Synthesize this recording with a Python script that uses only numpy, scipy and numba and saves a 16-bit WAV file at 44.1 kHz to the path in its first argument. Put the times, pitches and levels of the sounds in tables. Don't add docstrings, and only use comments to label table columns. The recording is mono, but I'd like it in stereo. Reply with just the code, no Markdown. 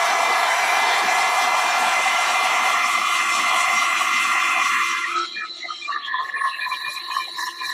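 import sys
import numpy as np
from scipy import signal
from scipy.fft import rfft, irfft, next_fast_len
from scipy.io import wavfile
from scipy.ndimage import uniform_filter1d, map_coordinates
from numba import njit

SR = 44100
rng = np.random.default_rng(int(sys.argv[2]) if len(sys.argv) > 2 else 0)


def transcribe(signal):
    frames = np.atleast_2d(signal).T
    limited = np.clip(frames, -1, 1)
    pcm = np.round(limited * 32767).astype(np.int16)
    wavfile.write(sys.argv[1], SR, pcm)


N = 340893

# time in seconds, level in dB.
RUMBLE_LEVEL = [(0, -45), (2.2, -41.5), (4.7, -41), (5.2, -55), (6, -55), (6.7, -63), (7.1, -57),
                (7.73, -56)]
# time in seconds, change in dB.
RUMBLE_UPPER = [(1.15, 3), (2.8, -12), (4.6, -21), (4.8, -13), (5.8, -17), (6.3, -6)]
# frequency in Hz, relative strength in dB per Hz.
RUMBLE_COLOUR = [(15, -45), (25, -32), (60, -28), (86, -14.5), (124, -23.5), (149, -13.5), (225, -1),
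                 (316, 0.5), (437, 4), (518, 4), (560, -51), (730, -37), (1230, -120)]

# multiple of the shaft rate, relative dB in the open rush, relative dB in the hollow rush.
FAN_TONES = [(2, 1, -52), (3, -7.5, -4.5), (4, -4, -3), (5, -4, -13), (6, -1, 2), (7, -3.5, -3.5),
             (8, -11, -9.5), (9, -12, -15), (10, -28.5, -13.5), (12, -14, -19)]
# multiple of the shaft rate, relative level in dB.
WHISTLE_TONES = [(18, 6), (21, 4), (30, -1), (34, -12), (36, -9), (37, -12), (38, -13), (39, -11), (40, -3),
                 (41, -5), (42, -11), (43, -10), (44, -8), (45, -11)]
# time in seconds, level in dB.
HUM_LEVEL = [(0, -66), (2.4, -53), (3.3, -51), (4.7, -48.5), (5.14, -47.5), (5.18, -35), (5.35, -53.5),
             (5.95, -55), (6.3, -72), (6.9, -61), (7.73, -52)]
SHAFT_START_HZ, SHAFT_END_HZ, SETTLE_S = 338.4, 345.4, 1.85
WHINE_DB, WHINE_THIN_DB, WHISTLE_DB, WHISTLE_THIN_DB = -24.5, -55.5, -44.5, -84
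WHISTLE_LEAD_S = 0.16

# middle in seconds, centre in Hz, width in Hz, half length in seconds, level in dB.
SWELLS = [(1.832, 1730, 200, 0.041, -30), (2.798, 1860, 200, 0.062, -30), (4.349, 1920, 250, 0.067, -29),
          (4.768, 1800, 398, 0.049, -26.5), (4.961, 1670, 300, .035, -31), (5.051, 1930, 220, 0.019, -23.5),
          (5.129, 2400, 450, 0.074, -32.5), (5.658, 690, 109, 0.015, -38.5),
          (5.227, 3240, 350, 0.15, -38.5), (5.389, 2405, 79, 0.052, -31), (5.645, 2040, 196, 0.036, -31),
          (5.749, 3150, 220, 0.07, -38.5), (5.847, 2400, 66, 0.03, -30), (6.057, 3300, 450, 0.03, -31),
          (5.925, 2800, 180, 0.022, -40), (6.178, 3420, 450, 0.048, -36), (6.377, 2410, 110, 0.019, -35),
          (6.432, 9550, 700, 0.072, -46), (6.545, 2690, 322, 0.031, -33.5), (6.637, 2420, 110, 0.029, -28),
          (6.735, 2380, 110, 0.021, -27.5), (6.881, 2430, 80.5, 0.046, -30.5),
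          (6.974, 2440, 160, 0.02, -32.5), (7.119, 2470, 110, 0.015, -33), (7.173, 3030, 200, 0.074, -39),
          (7.285, 760, 120, .009, -40), (7.223, 2384, 110, 0.036, -32.5), (7.635, 2400, 110, 0.038, -34.5)]
ATTACK_POWER, RELEASE_POWER = 3.2, 2.15

# time in seconds, level in dB.
FAINT_LEVEL = [(5.2, -48), (6.05, -46), (6.4, -44), (7.73, -47)]
# frequency in Hz, relative strength in dB per Hz.
FAINT_COLOUR = [(120, -9), (220, -11.5), (520, -5.5), (750, 4), (1400, -48), (2100, 9), (2450, -3.5),
                (2800, 4.5), (3150, 0), (3600, 6), (4600, -52)]
# time in seconds, level in dB.
RASP_LEVEL = [(5.14, -45), (5.18, -33.5), (5.37, -35), (5.43, -48), (5.49, -34.5), (5.88, -41), (5.94, -35),
              (6.03, -45), (6.21, -42.5), (6.29, -49), (6.45, -46), (6.51, -35), (6.57, -44), (6.63, -32.5),
              (6.7, -41), (6.73, -34.5), (7.44, -34.5), (7.52, -43), (7.65, -32)]
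# frequency in Hz, relative strength in dB per Hz.
RASP_COLOUR = [(3500, -20), (3720, 11), (3850, 16), (4030, 20), (4180, 16), (4330, 11), (4650, -3.5),
               (5000, -25)]
# middle in seconds, half length in seconds, level in dB, treble level in dB.
SIZZLES = [(5.21, 0.06, -38.5, -73), (5.59, 0.051, -49, -86), (5.805, 0.14, -47, -84),
           (5.936, 0.027, -68, -71), (6.068, 0.023, -54, -66), (6.268, 0.056, -55.5, -60.5),
           (6.47, .05, -52, -58), (6.73, 0.059, -50, -58), (6.933, 0.05, -45, -43.5),
           (7.175, 0.056, -42, -47), (7.437, 0.067, -36, -44.5), (7.69, .06, -42.5, -44.5)]
# frequency in Hz, relative strength in dB per Hz.
SIZZLE_COLOUR = [(4600, -1), (5000, -3.5), (5450, 10.5), (6100, -1.5), (7000, 1.5), (8600, -12), (9500, -4),
                 (10400, -7.5), (11500, -18.5), (12300, -10), (12900, -10), (13500, -13), (15800, -39)]
# middle in seconds, half length in seconds, pitch in Hz, level in dB.
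HOOTS = [(5.073, 0.017, 1115, -29), (5.115, 0.025, 1320, -25.5), (5.178, 0.033, 1274, -20),
         (5.22, 0.036, 1320, -25.5), (5.441, 0.031, 1293, -32), (5.711, 0.025, 1236, -29.5),
         (5.906, 0.024, 1144, -23), (5.968, 0.024, 1187, -25), (6.154, 0.022, 1012, -23),
         (6.202, 0.015, 1019, -20), (6.234, 0.023, 1085, -28), (6.377, 0.016, 1076, -28.5),
         (6.418, 0.01, 1090, -24), (6.464, 0.032, 1056, -20), (6.518, .008, 1085, -29),
         (6.676, 0.016, 1027, -26), (6.723, 0.023, 1045, -24.5), (6.879, 0.02, 1064, -30),
         (6.967, 0.029, 1060, -34), (7.11, 0.03, 1040, -28.5), (7.151, .015, 1070, -31),
         (7.173, 0.0079, 1085, -21.5), (7.199, 0.024, 1052, -24.5), (7.395, 0.027, 1024, -29.5),
         (7.432, 0.018, 1017, -27.5), (7.479, 0.014, 1035, -27), (7.623, 0.016, 1040, -27.5),
         (7.696, .022, 1040, -34)]
# middle in seconds, half length in seconds, level in dB.
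OVERTONES = [(5.373, 0.013, -28.5), (5.416, 0.026, -28.5), (5.936, 0.02, -29), (5.969, 0.0099, -27),
             (6.105, 0.032, -28.5), (6.122, .009, -24), (6.154, 0.025, -26.5), (6.194, 0.023, -29),
             (6.254, .008, -28), (6.297, 0.01, -28.5), (6.353, 0.024, -24.5), (6.417, 0.025, -26),
             (6.466, 0.033, -27), (6.543, .015, -31), (6.594, .007, -24.5), (6.63, 0.02, -27),
             (6.662, 0.0098, -27), (6.861, .023, -29.5), (7.115, .008, -30), (7.16, 0.019, -32),
             (7.218, 0.02, -31.5), (7.394, 0.011, -27.5), (7.425, 0.021, -27), (7.474, 0.026, -32),
             (7.648, 0.035, -32), (7.711, 0.026, -29.5)]
# time in seconds, hoot in dB, overtone in dB, sizzle in dB, treble of the sizzle in dB.
LULL = [(5.3, -55, -63, -52.5, -70), (5.85, -52, -57, -58, -91), (5.98, -36.5, -40, -74, -75),
        (6.3, -39, -42, -65, -75), (6.58, -40.5, -42, -71, -52.5), (6.8, -38.5, -35, -62, -50.5),
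        (7.05, -42, -43, -60, -54), (7.3, -45, -47.5, -56, -52), (7.73, -38.5, -36.5, -48, -57)]
UNDERTONE_HZ, UNDERTONE_DB = 706, -27.5
FLUTTER_DB = 1.5
RING_EVEN_S = 0.022
EMERGE_S = 0.023

# time in seconds, rush in dB, hiss in dB.
BLAST_LEVEL = [(0, -23, -29.5), (2.2, -23.5, -29), (2.8, -22, -30.5), (3.4, -22.5, -28),
               (4.78, -21.5, -32.5), (4.92, -25, -32), (5.12, -34, -41), (5.28, -45, -66)]
# frequency in Hz, relative strength in dB per Hz.
RUSH_OPEN = [(530, -29), (900, -0.5), (1140, -3), (1570, -2.5), (1650, -2.5), (1820, -7), (2100, -5),
             (2270, -3.5), (2330, -3.5), (2510, -22), (3300, -43), (4290, -52), (7260, -120)]
# frequency in Hz, relative strength in dB per Hz.
RUSH_HOLLOW = [(530, -54), (900, -48), (1000, -10.5), (1140, 6), (1420, -4.5), (1560, -13.5), (1810, -13),
               (2000, -1), (2140, -3), (2280, -10.5), (2330, -8.5), (2490, -5.5), (2530, -5), (2710, -6.5),
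               (3300, -30), (4290, -146), (7260, -120)]
# frequency in Hz, relative strength in dB per Hz.
HISS_OPEN = [(1820, -22), (3100, -0.5), (3530, 2), (3910, -1), (4040, 0.5), (4670, -5.5), (5960, -2.5),
             (6520, -11), (7470, -8), (8440, -13), (10300, -13.5), (11200, -18.5), (13100, -21),
             (14300, -34), (15800, -40)]
# frequency in Hz, relative strength in dB per Hz.
HISS_HOLLOW = [(1530, -66), (2600, -8.5), (2720, -14.5), (2950, -1.5), (3570, -6.5), (3700, -11.5),
               (4050, -8), (4890, -16.5), (5640, -7.5), (5990, -8.5), (6910, -14), (7510, -10.5),
               (8410, -17), (9920, -18.5), (10400, -20), (11200, -25), (13000, -30), (14200, -41),
               (15700, -40)]
# time in seconds, level in dB.
DRONE_LEVEL = [(0, -24), (1.2, -23), (2.55, -25.5), (3.2, -37), (3.6, -29), (4.2, -41), (4.62, -35.5),
               (4.8, -64)]
# frequency in Hz, relative strength in dB per Hz.
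DRONE_COLOUR = [(310, -30), (520, -16), (600, -9), (715, 6.5), (746, 8.5), (867, -4), (980, 1.5),
                (1270, -9.5), (2160, -120)]
# middle in seconds, level in dB.
SURGES = [(2.66, -25), (3.39, -31), (3.539, -24.5), (3.71, -27.5), (3.85, -39), (4.02, -31), (4.36, -33),
          (4.59, -27)]
SURGE_HALF_S = 0.036
THINS_S, THINNING_S = 5.226, 0.39
HOLLOW_FROM_S, HOLLOW_BY_S, HOLLOW_AT_FIRST = 0.88, 2.95, 0.14
PASS_HZ, PASS_S = 4.59, 2.275
PASS_OPEN_DB, PASS_HOLLOW_DB = -0.2, 1.5
# delay in seconds, gain against the direct sound.
REFLECTIONS = [(.00155, 0.17), (.0029, -0.26), (.0047, 0.26), (.0083, -0.23)]
TOP_HZ = 15750

T = np.arange(N) / SR


def undb(db):
    return np.exp(np.asarray(db) * (np.log(10) / 20))


def unit(x):
    return x / np.sqrt(np.mean(x ** 2))


def even(x, even_s):
    power = uniform_filter1d(x ** 2, max(int(even_s * SR), 2), mode="wrap")
    return x / np.sqrt(power)


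def curves(table):
    s, *columns = np.transpose(table)
    return [np.interp(T, s, column) for column in columns]


def walk(rate, size=4096):
    hz = np.arange(size // 2 + 1) * SR / N
    spectrum = rfft(rng.standard_normal(size)) * np.exp(-(hz / rate) ** 2)
    coarse = unit(irfft(spectrum))
    return np.interp(np.arange(N), np.linspace(0, N, size), coarse)


def flickering_noise(colour, flicker_db, flicker_rate, count):
    size = next_fast_len(N, True)
    octave = np.log2(np.maximum(np.arange(size // 2 + 1) * SR / size, 1))
    hz, db = np.transpose(colour)
    gain = undb(np.interp(octave, np.log2(hz), db, left=-np.inf, right=-np.inf))
    spectrum = rfft(rng.standard_normal(size)) * gain
    place = np.interp(octave, np.log2([hz[0], hz[-1]]), [0, count - 1])
    total = 0
    for k in range(count):
        share = np.maximum(1 - abs(place - k), 0)
        band = irfft((spectrum * share).astype(np.complex64), size)[:N]
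        total = total + band * undb(flicker_db * walk(flicker_rate))
    return unit(total)


@njit
def bandpass(x, hz, width):
    y, band, low = np.empty(len(x)), 0., 0.
    for i in range(len(x)):
        g, damping = np.tan(np.pi * hz[i] / SR), width / hz[i]
        v = (band + g * (x[i] - low)) / (1 + g * (g + damping))
        band, low, y[i] = 2 * v - band, low + 2 * g * v, damping * v
    return y


def ring(hz, width_hz):
    centre = hz * np.ones(N)
    once = bandpass(rng.standard_normal(N), centre, float(width_hz))
    twice = bandpass(once, centre, float(width_hz))
    return even(twice, RING_EVEN_S)


def split(x, hz):
    low = signal.sosfiltfilt(signal.butter(N=5, Wn=hz, fs=SR, output="sos"), x)
    return low, x - low


def swell_shape(u):
    return np.exp(-abs(u) ** np.where(u < 0, ATTACK_POWER, RELEASE_POWER))


def pulses(times, half_lengths, dbs, lull_db):
    power = np.zeros(N)
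    for s, half_s, db in zip(times, half_lengths, dbs):
        near = slice(*np.searchsorted(T, [s - 2 * half_s, s + 3 * half_s]))
        power[near] += (undb(db) * swell_shape((T[near] - s) / half_s)) ** 2
    return np.sqrt(power + undb(lull_db) ** 2)


def table_echo(x, lag_s, swing, share, wave_rate):
    lag = lag_s * SR * (1 + swing * walk(wave_rate))
    echo = map_coordinates(x, [np.arange(N) - lag], order=2)
    return (x + share * echo) / np.sqrt(1 + share ** 2)


def reflected(x):
    echoes = sum(gain * np.roll(x, int(lag_s * SR)) for lag_s, gain in REFLECTIONS)
    return (x + echoes) / np.sqrt(1 + sum(gain ** 2 for _, gain in REFLECTIONS))


def hollowness():
    return np.interp(T, [HOLLOW_FROM_S, HOLLOW_BY_S], [HOLLOW_AT_FIRST, 1])


def thinness(lead_s=0):
    return np.clip(0.5 + (T + lead_s - THINS_S) / THINNING_S, 0, 1)


def rumble():
    noise = flickering_noise(RUMBLE_COLOUR, flicker_db=3.5, flicker_rate=11, count=6)
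    deep, upper = split(noise, hz=335)
    return (deep + upper * undb(curves(RUMBLE_UPPER)[0])) * undb(curves(RUMBLE_LEVEL)[0])


def tones(table, phase, waver_db, rough):
    total = 0
    for k, db in table:
        size = undb(db + waver_db * walk(6.5)) * (1 + rough * walk(40))
        total = total + size * np.sin(k * phase + rng.uniform(0, 2 * np.pi))
    return unit(total)


def fan():
    hollow = hollowness()
    shaft_hz = SHAFT_END_HZ + (SHAFT_START_HZ - SHAFT_END_HZ) * np.exp(-T / SETTLE_S)
    jitter = 1 + 0.0014 * walk(5.65) + 0.002 * walk(110)
    phase = 2 * np.pi * np.cumsum(shaft_hz * jitter) / SR
    blend = [(k, open_db + hollow * (hollow_db - open_db)) for k, open_db, hollow_db in FAN_TONES]
    whine_db = WHINE_DB + thinness(lead_s=0.033) * (WHINE_THIN_DB - WHINE_DB)
    whine = tones(blend, phase, waver_db=2.0, rough=0.29) * undb(whine_db)
    whistle_db = WHISTLE_DB + thinness(WHISTLE_LEAD_S) * (WHISTLE_THIN_DB - WHISTLE_DB)
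    whistle = tones(WHISTLE_TONES, phase, waver_db=2.5, rough=0.55) * undb(whistle_db)
    hum = np.sin(phase) * (1 + 0.75 * walk(32))
    return whine + whistle + hum * undb(curves(HUM_LEVEL)[0])


def swells(size=16384):
    out = np.zeros(N)
    hz = np.arange(size // 2 + 1) * SR / size
    t = (np.arange(size) - size // 2) / SR
    for s, centre_hz, width_hz, half_s, db in SWELLS:
        resonance = 1 / (1 + ((hz - centre_hz) / (width_hz / 2)) ** 2) ** 1.5
        band = irfft(rfft(rng.standard_normal(size)) * resonance, size)
        shape = swell_shape(t / half_s)
        swell = unit(band * shape) * np.sqrt(np.mean(shape ** 2)) * undb(db)
        at = int(s * SR) - size // 2 + np.arange(size)
        out[at[at < N]] += swell[at < N]
    return out


def faint_noise():
    faint = flickering_noise(FAINT_COLOUR, flicker_db=8.5, flicker_rate=17, count=18)
    return even(faint, even_s=0.18) * undb(curves(FAINT_LEVEL)[0])


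def rasp():
    noise = flickering_noise(RASP_COLOUR, flicker_db=3.5, flicker_rate=30, count=8)
    return even(noise, even_s=0.06) * undb(curves(RASP_LEVEL)[0])


def sizzle():
    s, half_s, db, treble_db = np.transpose(SIZZLES)
    _, _, lull_db, treble_lull_db = curves(LULL)
    noise = flickering_noise(SIZZLE_COLOUR, flicker_db=5.0, flicker_rate=27.0, count=22)
    dull, bright = split(noise, hz=8400)
    dull = even(dull, even_s=0.042) * pulses(s, half_s, db, lull_db)
    bright = even(bright, even_s=0.057) * pulses(s, half_s, treble_db, treble_lull_db)
    return dull + bright


def hoots():
    s, half_s, pitch_hz, db = np.transpose(HOOTS)
    hoot_lull_db, overtone_lull_db, _, _ = curves(LULL)
    pitch_hz = np.interp(T, s, pitch_hz)
    hoot = ring(pitch_hz, width_hz=62) + undb(-10.5) * ring(1.09 * pitch_hz, width_hz=115)
    hoot = even(hoot, RING_EVEN_S) + undb(UNDERTONE_DB) * ring(UNDERTONE_HZ, width_hz=53)
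    overtone = ring(1738, width_hz=57) + undb(-3) * ring(1858, width_hz=110)
    overtone = even(overtone, RING_EVEN_S)
    ringing = hoot * pulses(s, half_s, db, hoot_lull_db)
    ringing = ringing + overtone * pulses(*np.transpose(OVERTONES), overtone_lull_db)
    return ringing * undb(FLUTTER_DB * walk(60))


def thin_noise():
    emerges = np.clip((T - THINS_S + THINNING_S / 2) / EMERGE_S, 0, 1)
    return emerges * (hoots() + reflected(rasp() + sizzle()) + faint_noise())


def barrel_drone():
    surge_s, surge_db = np.transpose(SURGES)
    drone = flickering_noise(DRONE_COLOUR, flicker_db=4.0, flicker_rate=9.6, count=3)
    level = pulses(surge_s, [SURGE_HALF_S] * len(SURGES), surge_db, curves(DRONE_LEVEL)[0])
    return even(drone, even_s=0.084) * level


def paper_hiss():
    hollow = hollowness()
    hiss = np.sqrt(1 - hollow) * flickering_noise(HISS_OPEN, flicker_db=2.5, flicker_rate=8.1, count=8)
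    hiss = hiss + np.sqrt(hollow) * flickering_noise(HISS_HOLLOW, flicker_db=2.0, flicker_rate=15, count=8)
    hiss = reflected(table_echo(hiss, lag_s=0.001097, swing=0.039, share=0.29, wave_rate=4.5))
    swing_db = PASS_OPEN_DB + hollow * (PASS_HOLLOW_DB - PASS_OPEN_DB)
    return hiss * undb(swing_db * np.cos(2 * np.pi * PASS_HZ * (T - PASS_S)))


def air_rush():
    hollow = hollowness()
    rush = np.sqrt(1 - hollow) * flickering_noise(RUSH_OPEN, flicker_db=4.5, flicker_rate=5.2, count=8)
    rush = rush + np.sqrt(hollow) * flickering_noise(RUSH_HOLLOW, flicker_db=1.5, flicker_rate=26.0, count=8)
    rush = table_echo(rush, lag_s=0.001049, swing=0.063, share=0.32, wave_rate=3.5)
    return even(rush, even_s=0.074)


def blast():
    rush_db, hiss_db = curves(BLAST_LEVEL)
    jet = air_rush() * undb(rush_db) + paper_hiss() * undb(hiss_db)
    return barrel_drone() + np.sqrt(1 - thinness()) * jet


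def scene():
    mono = rumble() + fan() + swells() + thin_noise() + blast()
    return np.array([mono, mono])


def record(dry):
    return signal.sosfilt(signal.ellip(10, 0.2, 80, TOP_HZ, fs=SR, output="sos"), dry)


dry = scene()
out = record(dry)
transcribe(out)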